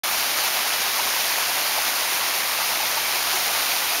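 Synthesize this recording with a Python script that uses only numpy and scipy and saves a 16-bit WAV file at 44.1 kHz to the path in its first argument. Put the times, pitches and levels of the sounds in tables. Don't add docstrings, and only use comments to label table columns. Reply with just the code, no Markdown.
import sys
import numpy as np
from scipy import signal
from scipy.fft import rfft, irfft
from scipy.io import wavfile
from scipy.ndimage import uniform_filter1d

SR = 44100
rng = np.random.default_rng(int(sys.argv[2]) if len(sys.argv) > 2 else 0)


def transcribe(u):
    v = np.clip(np.atleast_2d(u).T, -1, 1)
    q = np.round(v * 32767).astype(np.int16)
    wavfile.write(sys.argv[1], SR, q)


N = 176400

# frequency in Hz, relative gain in dB.
WHITE_WATER_COLOUR = [(25, -29), (60, -17), (150, -17), (250, -12), (350, -10), (450, -11), (580, -5.5),
                      (740, -1.5), (1100, -1.97), (1750, -2.5), (2330, -0.3), (2800, -2), (3400, -3.5),
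                      (4200, -2), (6000, -3), (9000, -5.5), (11500, -5), (14200, -6), (15700, -11)]
# start in seconds, relative level in dB, centre pitch in Hz.
AIR_GULPS = [(.559, -18, 910), (.574, -18, 730), (.652, -16, 910), (.989, -12.5, 890), (1.159, -17, 975),
             (1.374, -20, 676), (1.764, -21, 1030), (1.775, -13.5, 830), (1.884, -17, 869),
             (2.155, -19, 850), (2.605, -15.5, 1020), (2.797, -17, 890), (2.834, -18, 970),
             (2.925, -21, 650), (2.971, -14, 956), (3.265, -15, 1160), (3.338, -28.5, 415),
             (3.465, -18, 756)]


def undb(db):
    return 10 ** (np.asarray(db) / 20)


def level(x, db):
    return x * undb(db) / np.sqrt(np.mean(x ** 2))


def bin_hz():
    return np.maximum(np.arange(N // 2 + 1) * SR / N, 1)


def colour(x, points):
    hz, db = np.array(points).T
    gain = undb(np.interp(np.log(bin_hz()), np.log(hz), db))
    return irfft(rfft(x) * gain, N)


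def band(x, low_hz, high_hz):
    return irfft(rfft(x) * ((bin_hz() >= low_hz) & (bin_hz() < high_hz)), N)


def wander(per_s):
    hold = max(int(SR / per_s), 2)
    steps = rng.standard_normal(N)[np.arange(N) // hold]
    return level(uniform_filter1d(uniform_filter1d(steps, hold), hold), 0)


def add(out, start_s, sound):
    i = int(np.clip(start_s * SR, 0, N - 1))
    out[i:i + len(sound)] += sound[:N - i]


def distant_rush(flicker_db=0.55):
    noise = rng.standard_normal(N)
    octaves_hz = 20 * 2. ** np.arange(10)
    rush = sum(band(noise, hz, 2 * hz) * undb(flicker_db * wander(per_s=40)) for hz in octaves_hz)
    return level(colour(rush, WHITE_WATER_COLOUR), db=-24.5)


def spray(drops_per_s=5500, spread_db=3.5):
    lands = rng.random(N) < drops_per_s / SR
    size = undb(spread_db * np.minimum(rng.exponential(size=N), 4.5))
    ticks = lands * size * np.sign(rng.standard_normal(N))
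    return level(colour(ticks, WHITE_WATER_COLOUR), db=-27.5)


def bubble(hz, cycles, pinch_cycles=0.65, pitch_rise=0.1):
    age = np.arange(int(cycles * SR / hz) + 2) * hz / (cycles * SR)
    swell = 1 - np.exp(-age * cycles / pinch_cycles)
    decay = np.exp(-np.log(1000) * age)
    return swell * decay * np.sin(2 * np.pi * cycles * age * (1 + pitch_rise * age / 2))


def near_bubbles(per_s=3400, low_hz=278.5, high_hz=6480, mean_cycles=16.8, spread_db=2.5):
    out = np.zeros(N)
    for when, pitch, strength, length, polarity in rng.random((int(per_s * N / SR), 5)):
        hz = low_hz * (high_hz / low_hz) ** np.sqrt(pitch)
        accent_db = spread_db * min(-np.log(1 - strength), 5)
        gain = undb(accent_db) * (hz / low_hz) ** 0.4
        ring = bubble(hz, mean_cycles * (.5 + length))
        add(out, when * N / SR, np.sign(polarity - .5) * gain * ring)
    return level(colour(out, WHITE_WATER_COLOUR), db=-30)


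def gulps(count=4, burst_s=.014, pitch_scatter=.16, trim_db=-6.5):
    out = np.zeros(N)
    for start_s, db, centre_hz in AIR_GULPS:
        for k, (delay, pitch) in enumerate(rng.random((count, 2))):
            hz = centre_hz * np.exp(pitch_scatter * (2 * pitch - 1))
            ring = undb(db + trim_db) * bubble(hz, cycles=23)
            add(out, start_s + burst_s * (k + delay) / count, ring)
    return out


def scene(surge_db=0.1, flutter_db=0.44):
    flow = undb(surge_db * wander(per_s=5.3) + flutter_db * wander(per_s=36))
    creek = gulps() + flow * (distant_rush() + spray() + near_bubbles())
    return np.array([creek, creek])


def record(dry):
    notch_hz, notch_width_hz, top_hz = 7863, 1940, 15730
    start_s, fade_s = .034, .003
    hz = bin_hz()
    detune = notch_hz ** 2 - hz ** 2
    notched = irfft(rfft(dry) * detune / (detune + 1j * hz * notch_width_hz), N)
    fade_in = np.clip((np.arange(N) / SR - start_s) / fade_s, 0, 1)
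    lowpass = signal.ellip(14, .1, 80, top_hz, fs=SR, output="sos")
    return signal.sosfilt(lowpass, notched * fade_in)


dry = scene()
out = record(dry)
transcribe(out)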